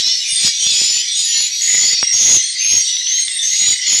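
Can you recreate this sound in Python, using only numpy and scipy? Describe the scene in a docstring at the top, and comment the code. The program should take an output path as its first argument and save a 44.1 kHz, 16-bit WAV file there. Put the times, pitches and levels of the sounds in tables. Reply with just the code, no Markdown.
"""Inside a closed bird house, a colony of swiftlets twitters without pause.
One bird close by repeats a long, rising, slightly rough whistle, and a second answers lower down.
Others whistle and click further off, over a wash of far chirps and a faint rumble. Each whistle is
a tone with a trembling pitch, and the walls add a short echo. The loudest sounds overload the
microphone into a low crackle, and a few short low thumps and ticks come mostly with loud whistles."""
import sys
import numpy as np
from scipy import signal
from scipy.fft import rfft, irfft
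from scipy.io import wavfile

SR = 44100
rng = np.random.default_rng(int(sys.argv[2]) if len(sys.argv) > 2 else 0)


def to_wav(s):
    """Save 16-bit WAV."""
    ch = np.atleast_2d(s).T  # columns
    pcm = np.round(np.clip(ch, -1, 1) * 32767)  # PCM
    wavfile.write(sys.argv[1], SR, pcm.astype(np.int16))


N = 176400
TIME = np.arange(N) / SR

# Levels in these tables are relative. A spectrum says how strong each frequency is.
# the background rumble: (frequency [Hz], level [dB])
RUMBLE_SPECTRUM = [(25, -22), (70, -8), (160, 4.5), (300, -12), (700, -29.5), (1500, 4), (4000, -26.5)]
# how the far colony swells and sinks: (time [s], level [dB])
COLONY_LOUDNESS = [(0, -6), (.04, -16), (.2, -20), (.3, -17.5), (.48, -15), (.52, -19.5), (.62, -18.5),
                   (.8, -17.5), (1.05, -20), (1.25, -19), (1.44, -18), (1.52, -20.5), (1.7, -19.5),
                   (1.92, -17), (1.98, -18.5), (2.15, -23.5), (2.32, -16.5), (2.45, -20), (2.57, -21.5),
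                   (2.7, -24), (2.85, -20), (3.1, -22.5), (3.35, -21.5), (3.5, -22.5), (3.68, -17.5),
                   (3.8, -19.5), (4, -20)]
# the tone of the far colony: (frequency [Hz], level [dB])
COLONY_SPECTRUM = [(1200, -45), (1550, -20.5), (1900, -13.5), (2350, -13.5), (2900, -6.5), (3500, 1.5),
                   (4400, -0.5), (5200, -1.5), (5900, -1), (6700, -5.5), (7400, -7.5), (9500, -20),
                   (15500, -35)]
# thin, high twitter above the colony: (time [s], level [dB])
HIGH_TWITTER_LOUDNESS = [(0, -35), (.45, -32.5), (.95, -40.5), (1.15, -30.5), (1.4, -43), (1.65, -28),
                         (2.0, -43), (2.5, -37.5), (2.65, -55), (2.8, -34.5), (3.15, -39), (3.45, -32),
                         (4, -48.5)]
# the tone of that high twitter: (frequency [Hz], level [dB])
HIGH_TWITTER_SPECTRUM = [(6000, -24.5), (7200, 2), (9400, -9), (11700, -13), (13000, -22)]
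# low twitter at the bottom of the chorus: (time [s], level [dB])
LOW_TWITTER_LOUDNESS = [(0, -44.5), (1.55, -47.5), (1.75, -25.5), (2.0, -37), (2.3, -30.5), (2.7, -39),
                        (2.95, -39), (4, -30)]
# the answering bird, one list of points per call: (time [s], pitch [Hz], level [dB])
ANSWER_CALLS = [
    [(0, 5570, -27), (.04, 5500, -19), (.1, 5470, -15), (.16, 5590, -23), (.2, 5560, -31)],
    [(.49, 5620, -30), (.56, 5780, -25.5), (.62, 5810, -17.5), (.68, 5720, -25.5), (.78, 5620, -32),
     (.92, 5600, -35), (.97, 5700, -38)],
    [(1.0, 5620, -32), (1.04, 5700, -33), (1.13, 5820, -22), (1.2, 5900, -35), (1.3, 5850, -26),
     (1.38, 5890, -21), (1.48, 5850, -39)],
    [(1.945, 5620, -21), (1.98, 5565, -19.5), (2.06, 5635, -16.5), (2.16, 5655, -20), (2.25, 5720, -19),
     (2.36, 5800, -27), (2.46, 5790, -28), (2.5, 5600, -28)],
    [(2.69, 5600, -31), (2.74, 5510, -21), (2.8, 5730, -23), (2.86, 5800, -23.5), (2.92, 5890, -19.5),
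     (3.02, 5900, -26.5), (3.07, 5960, -21), (3.14, 6000, -26)],
    [(3.43, 6000, -18), (3.5, 5830, -30), (3.7, 5760, -27), (3.78, 5660, -32), (3.84, 5660, -23),
     (3.9, 5450, -28), (3.99, 5300, -27)],
]
# the neighbours' whistles:
# (start [s], length [s], first pitch [Hz], last pitch [Hz], level [dB], pitch tremble [Hz])
NEIGHBOUR_WHISTLES = [(0.236, 0.088, 2480, 2311, -34, 120), (.285, 0.081, 9400, 9060, -25.5, 229),
                      (0.306, .11, 8620, 8580, -21, 90), (.429, 0.053, 8200, 7860, -24.5, 151),
                      (0.436, .055, 5120, 4950, -19.5, 150), (0.593, 0.085, 8580, 8420, -29.5, 60),
                      (.69, .17, 8100, 8150, -30.5, 150), (0.702, 0.22, 5050, 5177, -24.5, 60),
                      (1.114, 0.11, 8480, 8080, -26.5, 90), (1.341, .13, 4390, 4184, -24, 131),
                      (1.502, 0.11, 5743, 5750, -26, 60), (1.836, 0.093, 4630, 4430, -24.5, 101),
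                      (2.01, .14, 8150, 8350, -32.5, 109.9), (2.19, 0.27, 6130, 6180, -21, 50),
                      (2.239, .15, 6480, 6345, -18, 160), (2.418, 0.13, 8560, 8630, -29, 45),
                      (2.6, 0.13, 2450, 2700, -30.5, 200), (2.814, 0.1, 8350, 8060, -29.5, 100),
                      (3.195, 0.084, 8400, 8760, -26, 40.15), (3.291, 0.1, 8150, 8800, -24.5, 70),
                      (3.393, 0.029, 3570, 3550, -19, 40.4), (3.555, .24, 8450, 8280, -32, 110.5)]
# short low thumps and ticks, mostly at loud whistles: (time [s], peak level [dB], pulse width [s])
LOW_THUMPS = [(.329, -48, 0.0013), (0.449, -31, 0.00089), (0.627, -35, 0.00022), (0.72, -45, 0.00077),
              (0.817, -30.5, 0.00041), (1.744, -33.5, 0.00047), (2.029, -2.5, 0.000083),
              (2.37, -33.5, 0.00064), (2.742, -33.5, 0.00046), (3.733, -50, 0.00068)]
# the near bird, one list of points per call: (time [s], pitch [Hz], level [dB])
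NEAR_BIRD_CALLS = [
    [(0.395, 6690, -26), (0.473, 6820, -15.5), (0.5, 6535, -27)],
    [(0.61, 6580, -24), (0.81, 7000, -17.5), (1.02, 7075, -21.5)],
    [(1.15, 6612, -23), (1.224, 6924, -19), (1.485, 6960, -19)],
    [(1.612, 6701, -17.5), (1.744, 6900, -13.5), (1.948, 6853, -18.5)],
    [(2.128, 6465, -16), (2.364, 6716, -9), (2.385, 6161, -21.5)],
    [(2.584, 6264, -20.5), (2.774, 6554, -10), (2.82, 6334, -19.5)],
    [(3.08, 6195, -19), (3.204, 6530, -14.5), (3.24, 6260, -20)],
    [(3.428, 6307, -18.5), (3.728, 6970, -14.5), (3.745, 6710, -18)],
    [(3.865, 7040, -18), (3.903, 6721, -13.5), (4.0, 6950, -15)],
]
# how hoarse each near call is: (pitch tremble [Hz], hiss level against the whistle [dB])
NEAR_HOARSENESS = [(109, -0.5), (50, -2), (60, -7), (112, -8), (119, -9), (40.2, -11), (40, -13.5),
                   (66, -9.5), (130, -7)]
# the weak upper voice in each near call: (level against the whistle [dB])
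UPPER_VOICE_LEVELS = [-11, -19.5, -14.5, -26.5, -22, -20, -29.5, -32, -20.5]
# the hiss in the near bird's voice: (frequency [Hz], level [dB])
NEAR_HISS_SPECTRUM = [(1400, -36.5), (2200, -6), (3400, 1.5), (5000, 3.5), (6300, 0.5), (7600, -13),
                      (11000, -24), (15000, -22)]
# clicks that the birds use to find their way by echo: (time [s], level [dB])
ECHO_CLICKS = [(2.527, -16), (2.899, -9), (2.967, -6.5), (3.071, -6), (3.177, -20), (3.282, -5.5),
               (3.391, -14), (3.686, -10.5), (3.769, -26)]
# the tones that ring in one click: (pitch [Hz], level [dB])
CLICK_TONES = [(3500, -1.5), (4300, -25), (5300, -7.5)]


def from_db(db):
    """Turn decibels into a number to multiply a sound by."""
    return 10 ** (np.asarray(db) / 20)


def rms_one(x):
    """Scale a sound so that its average strength (rms) is 1."""
    return x / np.sqrt(np.mean(x ** 2) + 1e-20)


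def along(rows):
    """Join a table's points with straight lines: one curve for each column after the time."""
    times, *columns = np.transpose(rows)
    return [np.interp(TIME, times, column) for column in columns]


def add(out, start_s, sound):
    """Mix a sound in at its start time."""
    i = int(np.clip(start_s * SR, 0, len(out)))
    out[i:i + len(sound)] += sound[:len(out) - i]


def butter(x, hz, kind, order=2):
    """Keep the low part, the high part or one band of a sound."""
    return signal.sosfilt(signal.butter(order, hz, kind, fs=SR, output="sos"), x)


def coloured(x, spectrum):
    """Shape a sound with a spectrum, then scale it to strength 1."""
    hz, db = np.transpose(spectrum)
    bin_hz = np.maximum(np.arange(N // 2 + 1) * SR / N, 1)
    gain = from_db(np.interp(np.log(bin_hz), np.log(hz), db))
    return rms_one(irfft(rfft(x) * gain, N))


def tone(hz):
    """A pure tone that follows a pitch curve."""
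    return np.sin(2 * np.pi * np.cumsum(hz) / SR)


def waver(rate_hz):
    """A smooth random wobble of strength 1."""
    return rms_one(butter(rng.standard_normal(N), rate_hz, "low"))


def tremble(rate_hz):
    """A fast random shake of strength 1, with no slow drift."""
    return rms_one(butter(rng.standard_normal(N), [rate_hz / 6, rate_hz], "band"))


def gate(start_s, end_s, fade_s):
    """Fade in, hold, fade out."""
    return np.clip(np.minimum(TIME - start_s, end_s - TIME) / fade_s + .5, 0, 1)


def wall_echo(x, echo_db, die_away_s=.36, delay_s=.003):
    """Add the dense echo of the walls, keeping about the same loudness."""
    t = TIME[:SR // 2]
    tail = rng.standard_normal(len(t)) * from_db(-60 * t / die_away_s) * (t > delay_s)
    echo = signal.fftconvolve(x, tail / np.linalg.norm(tail))[:N]
    gain = from_db(echo_db)
    return (x + gain * echo) / np.hypot(1, gain)


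def rumble(level_db=-67):
    """Faint, steady noise behind the birds."""
    return from_db(level_db) * coloured(rng.standard_normal(N), RUMBLE_SPECTRUM)


def colony(loudness, spectrum, lowest_hz, highest_hz, wash_db, chirps_per_s=170):
    """Hoarse chirps of far birds overlap and echo; the farthest blur into a wash of noise."""
    chirps = np.zeros(N)
    wash = rng.standard_normal(N)
    hoarseness = 1 + .016 * tremble(351)
    for when, pitch, length, glide, size, part in rng.random((int(chirps_per_s * N / SR), 6)):
        length_s = .05 + .1 * length
        u = np.linspace(-1, 1, int(length_s * SR))   # -1 at the chirp's start, 1 at its end
        octaves = .04982 * (2 * glide - 1) * u - .04007 * u ** 2   # a slide plus an arch
        middle_hz = lowest_hz + (highest_hz - lowest_hz) * pitch
        offset = int(part * (N - len(u)))
        hz = middle_hz * 2 ** octaves * hoarseness[offset:offset + len(u)]
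        swell = from_db(7 * (2 * size - 1)) * (1 - u ** 2)
        add(chirps, when * N / SR, swell * tone(hz))
    chorus = rms_one(wall_echo(chirps, echo_db=-1.5)) + from_db(wash_db) * wash
    db, = along(loudness)
    return from_db(db - .5) * coloured(chorus, spectrum)


def low_twitter(middle_hz=2046, width_hz=173, throb_db=6):
    """The lowest twitter is a narrow band of noise that throbs unevenly."""
    db, = along(LOW_TWITTER_LOUDNESS)
    throb = from_db(throb_db * np.tanh(waver(21.7)))
    band = butter(rng.standard_normal(N), [middle_hz - width_hz / 2, middle_hz + width_hz / 2], "band")
    return from_db(db) * rms_one(throb * band)


def answering_bird(tremble_hz=45.3, wobble_hz=17.96, flutter_db=3, gain_db=1):
    """A bird sings long, nearly clean whistles that swell, bend and fade into the room."""
    hz, db = along([point for call in ANSWER_CALLS for point in call])
    singing = sum(gate(call[0][0], call[-1][0], fade_s=.017) for call in ANSWER_CALLS)
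    hz = hz + tremble_hz * tremble(290) + wobble_hz * waver(29.7)
    level = singing * from_db(db + gain_db + flutter_db * waver(77))
    return wall_echo(np.sqrt(2) * level * tone(hz), echo_db=-4.5)


def neighbours(arch_hz=79.3, flutter_db=3, gain_db=2.2):
    """Other birds give short, sliding, slightly arched whistles, from clear to hoarse."""
    out = np.zeros(N)
    for start, length, first_hz, last_hz, db, tremble_hz in NEIGHBOUR_WHISTLES:
        progress = np.clip((TIME - start) / length, 0, 1)
        slide = first_hz + (last_hz - first_hz) * progress
        arch = arch_hz * (.5 - (2 * progress - 1) ** 2)
        hz = slide + arch + tremble_hz * tremble(244)
        level = gate(start, start + length, fade_s=.03) * from_db(db + gain_db + flutter_db * waver(110))
        on = level > 0
        out[on] += np.sqrt(2) * level[on] * tone(hz[on])
    return wall_echo(out, echo_db=-5)


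def thumps():
    """Each short low thump or tick is one up-and-down pulse; a narrower pulse sounds brighter."""
    out = np.zeros(N)
    for when, db, width_s in LOW_THUMPS:
        u = (TIME - when) / width_s
        out -= from_db(db) * u * np.exp(np.maximum(1 - u * u, -100) / 2)
    return out


def upper_voice(whistle_hz, spans, late_s=.024, wobble_hz=24.96, flutter_db=3.75):
    """The near bird's weak second voice starts a little late and slides along above its whistle."""
    level = sum(from_db(db) * gate(start + late_s, end, fade_s=late_s)
                for (start, end), db in zip(spans, UPPER_VOICE_LEVELS))
    hz = .93 * whistle_hz + 4380 + wobble_hz * waver(26.2)
    return tone(hz) * level * from_db(flutter_db * waver(28))


def near_bird(wobble_hz=20, flutter_depth=.33, octave_db=-31, gain_db=1):
    """The closest bird sings a trembling whistle with a faint octave, a second voice and a hiss."""
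    hz, db = along([point for call in NEAR_BIRD_CALLS for point in call])
    spans = [(call[0][0], call[-1][0]) for call in NEAR_BIRD_CALLS]   # each call's start and end
    tremble_hz, hiss_db = along([(s, *row) for span, row in zip(spans, NEAR_HOARSENESS) for s in span])
    singing = sum(gate(start, end, fade_s=.008) for start, end in spans)
    hz = hz + tremble_hz * tremble(375) + wobble_hz * waver(46.9)
    tones = tone(hz) + from_db(octave_db) * tone(2 * hz) + upper_voice(hz, spans)
    flutter = (1 + flutter_depth * waver(120)) / np.hypot(1, flutter_depth)
    hiss = from_db(hiss_db) * coloured(rng.standard_normal(N), NEAR_HISS_SPECTRUM)
    voice = np.sqrt(2) * tones * flutter + hiss
    return wall_echo(voice * singing * from_db(db + gain_db), echo_db=-13.5)


def clicks(rise_s=.00065):
    """Birds find their way with sharp clicks: three tones that die away almost at once."""
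    out = np.zeros(N)
    t = TIME[:SR // 50]
    snap = t / rise_s * np.exp(1 - t / rise_s)
    for when, db in ECHO_CLICKS:
        ring = sum(from_db(tone_db) * np.sin(2 * np.pi * hz * rng.normal(1, .034) * t)
                   for hz, tone_db in CLICK_TONES)
        add(out, when, from_db(db) * ring * snap)
    return wall_echo(out, echo_db=-6)


def scene():
    """Mix the rumble, the birds near and far and the thumps, the same in both channels."""
    mono = rumble() + near_bird() + answering_bird() + neighbours() + low_twitter() + clicks() + thumps()
    mono += colony(COLONY_LOUDNESS, COLONY_SPECTRUM, lowest_hz=1787, highest_hz=7000, wash_db=-1)
    mono += colony(HIGH_TWITTER_LOUDNESS, HIGH_TWITTER_SPECTRUM,
                   lowest_hz=7220, highest_hz=11970, wash_db=-10)
    return np.array([mono, mono])


def record(dry, ceiling=.51, hardness=54, bias=.023, bass_db=9.5):
    """The microphone overloads on peaks, a little lopsidedly; bass is lifted and treble softened."""
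    lopsided = signal.resample_poly(dry[0], 4, 1) + bias   # 4x the samples, to avoid false tones
    squashed = lopsided / (1 + np.abs(lopsided / ceiling) ** hardness) ** (1 / hardness) - bias
    x = signal.resample_poly(squashed, 1, 4)
    x = x + from_db(bass_db) * butter(x, hz=222, kind="low", order=1)
    x = butter(x, hz=68, kind="high")
    x = butter(x, hz=10930, kind="low")
    x = signal.sosfilt(signal.ellip(12, .1, 80, 15600, fs=SR, output="sos"), x)   # steep cut at 15.6 kHz
    return np.array([x, x])


dry = scene()
out = record(dry)
to_wav(out)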